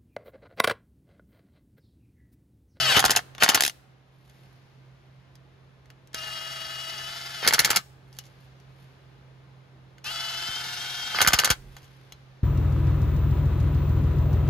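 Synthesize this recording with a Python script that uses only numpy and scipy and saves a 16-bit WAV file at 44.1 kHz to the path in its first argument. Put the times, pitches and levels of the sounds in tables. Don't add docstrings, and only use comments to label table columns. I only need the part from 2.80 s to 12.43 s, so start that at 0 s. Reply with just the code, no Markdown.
import sys
import numpy as np
from scipy import signal
from scipy.fft import rfft, irfft, next_fast_len
from scipy.io import wavfile

SR = 44100
rng = np.random.default_rng(int(sys.argv[2]) if len(sys.argv) > 2 else 0)


def wav_record(signal):
    frames = np.transpose(np.atleast_2d(signal))
    bounded = np.clip(frames, -1, 1)
    quanta = np.round(bounded * 32767).astype(np.int16)
    wavfile.write(sys.argv[1], SR, quanta)


N = 424683
TIME = np.arange(N) / SR


def undb(db):
    return np.exp(np.log(10) / 20 * np.asarray(db))

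def unit(x):
    return x / np.sqrt(np.mean(x ** 2))

def sine(cycles):
    return np.sin(2 * np.pi * cycles)

def noise(size=N):
    return rng.standard_normal(size)

def curve(rows):
    s, *columns = np.transpose(rows)
    return [np.interp(TIME, s, c) for c in columns]

def walk(rate):
    count = int(N * rate / SR) + 2
    return unit(np.interp(TIME * rate, np.arange(count), noise(count)))

def swell(s, half_s, db):
    return undb(db) * np.exp(-((TIME - s) / half_s) ** 2)

def add(track, s, sound):
    i = max(int(s * SR), 0)
    track[i:i + len(sound)] += sound[:N - i]

def response(points, size):
    hz, value = np.transpose(points)
    return np.interp(np.log(np.arange(size // 2 + 1) * SR / size + 1), np.log(hz), value)

def ring(x, impulse):
    return signal.oaconvolve(x, impulse)[:len(x)]

def colour(x, points, size=4096):
    cepstrum = irfft(np.log(undb(response(points, size))))
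    cepstrum[1:size // 2] *= 2
    cepstrum[size // 2 + 1:] = 0
    impulse = irfft(np.exp(rfft(cepstrum)))
    return ring(x, impulse / np.linalg.norm(impulse))

def modes(rows):
    t = TIME[:SR]
    impulse = sum(undb(db - 60 * t / t60) * sine(hz * t) for hz, db, t60 in rows)
    return impulse / np.linalg.norm(impulse)

def tail(t60):
    impulse = noise(SR) * undb(-60 * TIME[:SR] / t60)
    return impulse / np.linalg.norm(impulse)

def burst(contact_ms, buzz_db, buzz_t60, rise_ms=0.58, size=4096):
    ms = 1000 * TIME[:size]
    contact = np.exp(-(ms / contact_ms) ** 2)
    buzz = undb(buzz_db - 60 * TIME[:size] / buzz_t60)
    force = noise(size) * (1 - np.exp(-ms / rise_ms)) * (contact + buzz)
    return force / np.linalg.norm(force)


# (frequency [Hz], left minus right [dB], left phase lead [rad], weight of reflections [ratio])
STEREO_IMAGE = [(100, 0, 0, 0.063), (696, -2, 0.91, .25), (1460, -1.5, -1.5, 0.44), (2380, 1.5, 0.2, 0.37),
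                (2900, 5.5, 1.2, 0.39), (4300, 1.5, 0.33, .35), (5640, 3, 1.5, 0.41),
                (6380, .5, 0.04, 0.38), (8760, -0.5, -4, 0.028), (9550, 0.5, -4.5, .2),
                (11300, -1, -7, .05), (13400, 0.5, -7.5, .2), (14800, 1.5, -9.5, .05)]

def place(x, pan_db, scatter, scatter_t60=0.17):
    size = 2 * next_fast_len((N + SR) // 2, True)
    ports = np.array(STEREO_IMAGE)
    balance_db, lead, weight = (response(ports[:, [0, k]], size) for k in (1, 2, 3))
    wet = np.clip(scatter * weight, 0, 1)
    spectrum, out = rfft(x, size), []
    for side in (1, -1):
        direct = np.sqrt(1 - wet) * np.exp(.5j * side * lead)
        reflected = np.sqrt(wet) * rfft(tail(scatter_t60), size)
        gain = undb(side * (balance_db + pan_db) / 2)
        out.append(irfft(spectrum * (direct + reflected) * gain, size)[:N])
    return np.array(out)


# (frequency [Hz], level [dB])
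AIR_EQ = [(20, -41), (40, -19.5), (62, -9), (100, -12.5), (140, -12), (200, -18.5), (400, -19.5),
          (800, -23), (1500, -27), (4000, -36), (8000, -50.5), (12000, -55), (15000, -60.5)]
# (time [s], level [dB])
AIR_FADER = [(0, -43.5), (.5, -57), (1.2, -62), (1.6, -59), (5, -56.5), (9.6, -57)]
# (frequency [Hz], level over the air [dB])
HUM_TONES = [(131.8, 2.5), (128, -11), (173, -14)]

def room_tone():
    air_db, = curve(AIR_FADER)
    air = colour(noise(), AIR_EQ) * undb(air_db + 0.32 * walk(8))
    hum = 0
    for hz, db in HUM_TONES:
        gain = np.sqrt(2) * undb(air_db + db + walk(10))
        hum += gain * sine(np.cumsum(hz * (1 + 0.0043 * walk(9))) / SR)
    return air, hum


# (centre time [s], half length [s], level [dB])
HAND_SLIDES = [(1.56, 0.19, -64), (5.402, 0.11, -61.5), (5.627, 0.054, -64.5), (6.018, 0.091, -65),
               (8.966, 0.18, -59.5), (9.28, 0.057, -70)]

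def handling(grip_db=-80.5):
    rub_eq = [(300, -4), (1500, 8), (4500, 2.5), (8000, -9), (12000, -6.5), (15000, -14.5)]
    rumble_eq = [(22, -17.5), (44, -2), (80, -16), (400, -25.5), (2000, -70.5)]
    sliding = undb(grip_db) + sum(swell(*slide) for slide in HAND_SLIDES)
    rub = colour(noise() * undb(3.2 * walk(280)), rub_eq) * sliding
    rumble = colour(noise(), rumble_eq) * swell(s=8.84, half_s=0.16, db=-49)
    return rub, rumble


# (time [s], frequency [Hz], level [dB], t60 [s])
CASTING_TONES = [(0.633, 764, -64.5, 4), (0.633, 1723, -76.5, 3.5), (4.96, 830, -56.5, 1.1),
                 (8.703, 1980, -58.5, .8)]

def casting_ring():
    out, t = np.zeros(N), TIME[:3 * SR]
    for s, hz, db, t60 in CASTING_TONES:
        add(out, s, undb(db - 60 * t / t60) * sine(hz * t))
    return out


# (time [s], relative level [dB])
JOLTS = [(0.165, -28), (0.245, -27), (4.795, -35.5), (7.685, -35.5), (8.472, -21.5), (8.535, -21),
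         (8.702, -19)]

def thumps(sweep_hz=330, end_hz=48, fall_s=0.0054, attack_s=0.0065, trim_db=-2.5):
    out, t = np.zeros(N), TIME[:SR // 4]
    phase = np.cumsum(end_hz + sweep_hz * np.exp(-t / fall_s)) / SR
    envelope = t / attack_s * np.exp(1 - t / attack_s)
    for s, db in JOLTS:
        add(out, s, undb(db + trim_db) * envelope * sine(phase))
    return out


# (time [s], relative level [dB], body over the clink [dB])
CLINK_HITS = [(0.5494, -34.5, 2), (0.581, -35, 13), (1.497, -44, -7), (2.554, -41.5, -9), (3.057, -53, 7.5),
              (3.102, -41, 4.5), (3.273, -44, -15.5), (3.331, -39, 0), (3.3445, -16, -7.5),
              (5.387, -18.5, -27), (5.8, -48, -7), (7.182, -45, 4), (7.243, -28.5, -30), (7.268, -26, -7),
              (8.966, -32, 1.5), (9.3221, -29.5, -6.5)]
# (centre time [s], half length [s], relative level [dB])
SOCKET_WIGGLES = [(5.353, 0.03, -47.5), (5.44, 0.046, -50), (9.027, 0.056, -46.5)]
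# (frequency [Hz], level [dB])
CLINK_EQ = [(300, -24), (1000, -10), (2000, -4.5), (3300, 1.5), (6500, 0.5), (9000, -5), (13000, -7.5),
            (15500, -12.5)]
BODY_EQ = [(30, -27.5), (90, -8.5), (200, -8.5), (350, -12.5), (750, -4), (1050, -7.5), (1450, 0.5),
           (1750, -2), (2300, -6.5), (3500, -9), (6500, -21), (12000, -27.5), (15000, -26.5)]
# (frequency [Hz], level [dB], t60 [s])
SOCKET_MODES = [(2280, -11, 0.16), (2957, -6, 0.13), (3400, -1.5, 0.056), (4093, -1, .09),
                (5240, -4.5, 0.057), (6300, -7, .1)]
DULL_BUZZ = dict(buzz_db=-12, buzz_t60=0.09)

def socket_clinks(contact_ms=1.8, gain_db=10.5, ring_db=-10, ticks_per_wiggle=9):
    bright, body = np.zeros((2, N))
    for s, db, body_db in CLINK_HITS:
        add(bright, s, undb(db + gain_db) * burst(contact_ms, buzz_db=-10, buzz_t60=0.043))
        add(body, s, undb(db + gain_db + body_db) * burst(contact_ms, **DULL_BUZZ))
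    for s, half_s, db in SOCKET_WIGGLES:
        for moment, strength in rng.uniform(-1, 1, (ticks_per_wiggle, 2)):
            tick = undb(db + gain_db + 9 * strength) * burst(contact_ms, **DULL_BUZZ)
            add(bright, s + half_s * moment, tick)
    hits = colour(bright, CLINK_EQ) + colour(body, BODY_EQ)
    return hits, undb(ring_db) * ring(bright, modes(SOCKET_MODES))


# (frequency [Hz], width [Hz], boost [dB], change under load [dB])
HOUSING_PEAKS = [(640, 40, 5, -4), (1310, 70, 6, -6), (1680, 220, 1.5, 3), (3080, 340, 4.5, 3),
                 (4650, 220, 4, 3)]

def housing_boost(hz, pressed, hop=64):
    boost_db = sum((db + load_db * pressed[::hop]) * np.exp(-((hz[::hop] - centre) / width) ** 2)
                   for centre, width, db, load_db in HOUSING_PEAKS)
    return np.repeat(boost_db, hop)[:N]


# (multiple of the turn rate, level [dB], change under load [dB])
MOTOR_PARTIALS = [(4, -22, -0.5), (6, -14.5, 0), (10, -10.5, 1.5), (12, -15.5, 5.5), (14, -0.5, -7),
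                  (16, -4.5, -1.5), (18, -21, 11), (20, -17.5, 8), (22, -12, 9), (24, -22, 13),
                  (26, -16, 12), (30, -23.5, 15.5)]
# (time [s], level [dB])
MAIN_TONE_FADER = [(0.02, 1.5), (0.04, -6.5), (3.38, 2), (3.54, 3), (3.63, 0), (4.22, 1), (4.38, -5.5),
                   (4.52, -6.5), (4.6, 0), (4.64, -5.5), (7.29, 5), (7.33, -7), (7.45, 1), (7.6, -1.5),
                   (7.76, 1.5), (7.84, -11), (7.91, -7), (7.955, -15), (8.0, -3), (8.15, 0), (8.3, -2.5),
                   (8.36, -0.5)]
# (offset [turn rates], level [dB])
CHOPPER_SIDEBANDS = [(-4, -16.5), (-2, -10), (2, -13.5), (4, -25)]

def motor_whine(hz, turns, pressed, main_multiple=14, chopper_hz=8000, rough_db=1.7):
    main_db, = curve(MAIN_TONE_FADER)
    whine = 0
    for multiple, db, load_db in MOTOR_PARTIALS:
        boost_db = housing_boost(multiple * hz, pressed) + load_db * pressed
        if multiple == main_multiple:
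            boost_db += main_db
        whine += undb(db + boost_db + rough_db * walk(70)) * sine(multiple * turns)
    for offset, db in CHOPPER_SIDEBANDS:
        whine += undb(db + 2 * walk(32)) * sine(chopper_hz * TIME + offset * turns)
    return whine


# (multiple of the tooth rate, level [dB])
MESH_PARTIALS = [(1, -11.5), (2, -7), (3, -8), (4, -9), (5, -10.5), (6, -9), (7, -6.5), (8, -9.5), (9, -16)]
# (frequency [Hz], level [dB])
RATTLE_EQ = [(150, -19), (480, -20.5), (750, -6.5), (1100, -11), (1450, -3.5), (2300, -7), (3000, -2.5),
             (3700, -3), (4700, -2), (6800, -9.5), (7800, -17), (9500, -14), (13300, -17.5), (15000, -29)]
GRIND_EQ = [(30, -32.5), (100, -13), (400, -15.5), (750, -6.5), (1050, -6.5), (1500, -3), (2100, -5.5),
            (3000, -11.5), (6000, -33)]
# (frequency [Hz], level [dB], t60 [s])
GEAR_CASE_MODES = [(697, -11, 0.057), (860, -9.5, 0.094), (1370, -2, 0.029), (1523, 3.5, 0.049),
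                   (1744, 3, 0.069), (2010, -2, 0.031), (4200, -3, 0.017)]

def gearbox(hz, turns, thread, pressed, rattle_gain, grind_gain, teeth_per_turn=22 / 7):
    wobble, planet = sine(turns / 9.7), sine(turns / 5.9)
    backlash = 0.016 * (1 - 0.4 * pressed) * walk(400)
    teeth = teeth_per_turn * (turns + np.cumsum(hz * (backlash + 0.014 * wobble)) / SR)
    bite_db = 0.5977 * (wobble + 0.55 * planet + 0.65 * walk(110))
    mesh = 0
    for multiple, db in MESH_PARTIALS:
        boost_db = housing_boost(multiple * teeth_per_turn * hz, pressed) + multiple * bite_db
        mesh += undb(db + boost_db + 1.5 * walk(260)) * sine(multiple * teeth)
    pressure = undb(1.23 * wobble + 0.6 * planet + 0.48 * thread + 0.28 * walk(90))
    mesh *= pressure * (rattle_gain * undb(-7) + grind_gain * undb(-9))
    scrape = (1 + 0.52 * np.cos(2 * np.pi * teeth)) * pressure
    rattle = colour(noise() * scrape, RATTLE_EQ) * rattle_gain * undb(-3)
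    grind = colour(noise() * scrape * undb(2.4 * walk(300)), GRIND_EQ) * grind_gain * undb(-2.5)
    tooth_clicks = np.diff(np.floor(teeth), prepend=0)
    strikes = tooth_clicks * np.sign(noise()) * undb(3.7 * noise()) * pressure
    growl = unit(ring(strikes, modes(GEAR_CASE_MODES)))
    growl *= rattle_gain * undb(-11.5) + grind_gain * undb(-8)
    return rattle + grind + growl + mesh


# (time [s], turn rate [Hz])
RUN_SPEEDS = [
    [(0.0, 217), (0.03, 212.1), (0.07, 195.9), (0.1, 178.3), (0.135, 151.1), (0.162, 133.2), (0.22, 149.9),
     (0.39, 172.3)],
    [(0.605, 193.8), (0.68, 195.2), (0.8, 176.3)],
    [(3.345, 203.2), (3.55, 204.3), (4.2, 208.5), (4.26, 212.8), (4.55, 216.7), (4.605, 208.5),
     (4.671, 182.3), (4.8, 191.2), (4.99, 182.7)],
    [(7.246, 178), (7.31, 211.3), (7.552, 214.7), (7.764, 222.6), (7.88, 227.3), (8.146, 230.8),
     (8.338, 227.5), (8.37, 209), (8.42, 199.4), (8.735, 175.5)],
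]
# (bolt binds [s], clutch lets go [s], free rattle [dB], full-load grind [dB],
# whine over rattle [dB])
RUN_LOADS = [(0.047, 0.179, -26, -24.5, 0.5), (0.604, 0.639, -31, -32.5, 2.5),
             (4.601, 4.66, -38.5, -31, -5.5), (8.314, 8.416, -35.5, -29.5, -3.5)]
FREE_GRIND_DB = -13.5

def run_envelopes(edge_s=0.0067, unload_s=0.029, spin_up_s=0.021):
    gains = 0
    slipping_db = np.array([[-40], [-38], [-51]])
    for speed, (bind_s, slip_s, free_db, loaded_db, whine_over_db) in zip(RUN_SPEEDS, RUN_LOADS):
        pull_s, release_s = speed[0][0], speed[-1][0]
        trigger = np.clip(np.minimum(TIME - pull_s, release_s - TIME) / edge_s + 1, 0, 1)
        load = np.sin(np.pi / 2 * np.clip((TIME - bind_s) / (slip_s - bind_s), 0, 1))
        eased = np.clip((TIME - slip_s) / unload_s, 0, 1)
        rattle_db = free_db + 4 * load
        grind_db = (1 - load) * (free_db + FREE_GRIND_DB) + load * loaded_db
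        spin_up_db = -12 * np.exp(-np.abs(TIME - pull_s) / spin_up_s)
        whine_db = rattle_db + whine_over_db + spin_up_db - 4.5 * load ** 2
        driving_db = np.array([rattle_db, grind_db, whine_db])
        gains += trigger * undb((1 - eased) * driving_db + eased * slipping_db)
    return gains

def drill(turns_per_bolt_turn=19.4, swell_db=0.6):
    hz, = curve([row for run in RUN_SPEEDS for row in run])
    rattle_gain, grind_gain, whine_gain = run_envelopes()
    strain = np.minimum(grind_gain / (rattle_gain + 1e-9), 2)
    pressed = np.clip(strain - undb(FREE_GRIND_DB), 0, 1)
    thread = sine(np.cumsum(hz) / SR / turns_per_bolt_turn)
    drag = 0.008 * thread + 0.002 * walk(18)
    judder = 0.002 * walk(60) + 0.005 * strain * walk(300)
    turns = np.cumsum(hz * (1 + drag + judder)) / SR
    whine = motor_whine(hz, turns, pressed)
    gears = gearbox(hz, turns, thread, pressed, rattle_gain, grind_gain)
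    return whine_gain * undb(swell_db * walk(8)) * whine, gears


# (time [s], relative level [dB])
RATCHET_CLICKS = [(0.8067, -5), (0.8216, -10.5), (0.836, -9), (0.8496, -10.5), (0.863, -12.5), (0.878, -14),
                  (0.896, -23)]
# (frequency [Hz], level [dB])
SNAP_EQ = [(150, -26.5), (430, -16.5), (700, -10), (1100, -10.5), (1500, -2), (2100, -2), (2700, -2),
           (3400, 0), (4500, 0.5), (5500, 0), (7000, -1), (8300, -2), (10000, -4.5), (13000, -6.5),
           (15500, -10)]
CLUTCH_GAIN_DB = 16

def clutch_ratchet(contact_ms=2.1, ring_db=-10, held_decay=0.081):
    clicks = np.zeros(N)
    for s, db in RATCHET_CLICKS:
        click = burst(contact_ms, buzz_db=-15, buzz_t60=0.066, rise_ms=0.35)
        add(clicks, s, undb(db + CLUTCH_GAIN_DB) * click)
    held_socket = modes([(hz, db, t60 * held_decay) for hz, db, t60 in SOCKET_MODES])
    return colour(clicks, SNAP_EQ), undb(ring_db) * ring(clicks, held_socket)


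# (time [s], relative snap level [dB], body over the snap [dB], relative knock level [dB])
CLUTCH_SLIPS = [(0.165, -10.5, 5.5, -16), (0.1922, -6.5, -5.5, -10.5), (0.25, -6, -4.5, -6),
                (0.3049, -5.5, -10.5, -9), (0.3609, -6, -6.5, -19.5), (0.633, -4, -3.5, -2),
                (0.6886, -4, -3.5, -12.5), (0.7454, -4, -7, -19), (4.6749, -3, -7, -11.5),
                (4.735, -4.5, -10, -9), (4.791, -2.5, -11.5, -18), (4.8463, -6, -10.5, -23),
                (4.9025, -7.5, -4, -20), (4.9597, -5, -9.5, -18.5), (8.4143, -4.5, -6, -8.5),
                (8.4734, -4, -6, -12), (8.532, -5.5, -1.5, -18), (8.5878, -6, -3.5, -23),
                (8.6452, -6, -11.5, -14), (8.7018, -6, -6.5, -19.5)]

def clutch_snaps(snap_ms=6.3, rebound_ms=1.8, body_ms=6.1, rebound_s=0.0102):
    crack, body = np.zeros((2, N))
    contacts = []
    for s, db, body_db, _ in CLUTCH_SLIPS:
        contacts += [(s, db, body_db, snap_ms), (s + rebound_s, db - 4.5, -8, rebound_ms)]
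    for s, db, body_db, contact_ms in contacts:
        gain = undb(db + CLUTCH_GAIN_DB)
        add(crack, s, gain * burst(contact_ms, buzz_db=-16, buzz_t60=0.078))
        add(body, s, gain * undb(body_db) * burst(body_ms, rise_ms=3.9, **DULL_BUZZ))
    return colour(crack, SNAP_EQ) + colour(body, BODY_EQ)


# (time [s], relative level [dB])
KNOCK_HITS = [(0.183, -13.5), (0.226, -17.5), (0.281, -15.5), (0.334, -23.5), (0.391, -22), (0.662, -15),
              (0.719, -15.5), (0.775, -11.5), (0.799, -19.5), (4.629, -20.5), (4.648, -18.5),
              (4.708, -12.5), (4.819, -21), (4.876, -19), (4.931, -16.5), (8.347, -18.5), (8.387, -11.5),
              (8.448, -11.5), (8.506, -20), (8.618, -20.5), (8.675, -14.5)]
# (frequency [Hz], level [dB])
KNOCK_EQ = [(60, -22), (200, -16), (400, -12.5), (750, -5.5), (1050, -5), (1500, 1), (1900, -2), (2500, -9),
            (3500, -11), (6500, -20), (15000, -30)]

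def knocks(contact_ms=1.2, gain_db=15, slack_s=0.009):
    out = np.zeros(N)
    slack_hits = [(s - slack_s, db) for s, _, _, db in CLUTCH_SLIPS]
    for s, db in list(KNOCK_HITS) + slack_hits:
        add(out, s, undb(db + gain_db) * burst(contact_ms, buzz_db=-17.5, buzz_t60=0.057))
    return colour(out, KNOCK_EQ)


# (frequency [Hz], level [dB], t60 [s])
BAR_MODES = [(3280, 0.5, 0.052), (3620, -4, 0.073), (4430, -1.5, .07), (4770, 0, 0.047),
             (5520, -6.5, 0.077), (6750, -4, 0.07), (7360, -6, 0.12), (10000, -7, 0.07)]

def metal_hits(bar_db=-20):
    ratchet, held_ring = clutch_ratchet()
    blows = clutch_snaps() + knocks()
    clinks, loose_ring = socket_clinks()
    force = ratchet + blows + clinks
    return force + undb(bar_db) * ring(force, modes(BAR_MODES)) + held_ring + loose_ring


# (start [s], end [s], whine pan [dB], gear pan [dB], hit pan [dB])
BOLT_POSITIONS = [(0, 1.7, 2.5, 0.1, 0), (1.7, 6.2, 3.2, 0.3, 0), (6.2, 9.7, 2.5, -0.3, -0.3)]
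# (frequency [Hz], level [dB], t60 [s])
COVER_MODES = [
    [(840, -5, .022), (950, -5, 0.032), (1434, -0.5, .02), (1630, -3.5, .022), (1730, 0, .018)],
    [(670, -5, .025), (1405, -3, .028), (1730, -10.5, .022), (2230, 1, .025), (4370, -1, 0.022)],
    [(925, -1, .02), (1534, 5, 0.035), (1720, -3, .018), (2155, -10, 0.028), (7670, -0.5, 0.019)],
]

def scene(room_t60=0.5, room_db=-30, cover_db=-20.5):
    whine, gears = drill()
    hits = metal_hits()
    air, hum = room_tone()
    rub, rumble = handling()
    out = place(air + rub, pan_db=0, scatter=1.9, scatter_t60=4)
    out += place(hum + rumble, pan_db=-3.5, scatter=0)
    out += undb(room_db) * np.array([ring(whine + gears + hits, tail(room_t60)) for _ in range(2)])
    out += place(thumps() + casting_ring(), pan_db=1, scatter=0.55, scatter_t60=0.034)
    for (start_s, end_s, whine_pan, gear_pan, hit_pan), cover in zip(BOLT_POSITIONS, COVER_MODES):
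        here = (TIME >= start_s) & (TIME < end_s)
        clank = hits * here + undb(cover_db) * ring(hits * here, modes(cover))
        out += place(whine * here, whine_pan, scatter=0)
        out += place(gears * here, gear_pan, scatter=0.9, scatter_t60=0.11)
        out += place(clank, hit_pan, scatter=0.71, scatter_t60=0.045)
    return out

def record(dry):
    low_pass = signal.ellip(8, .2, 85, 15600, fs=SR, output="sos")
    return signal.sosfilt(low_pass, np.tanh(dry))


dry = scene()
out = record(dry)
wav_record(out)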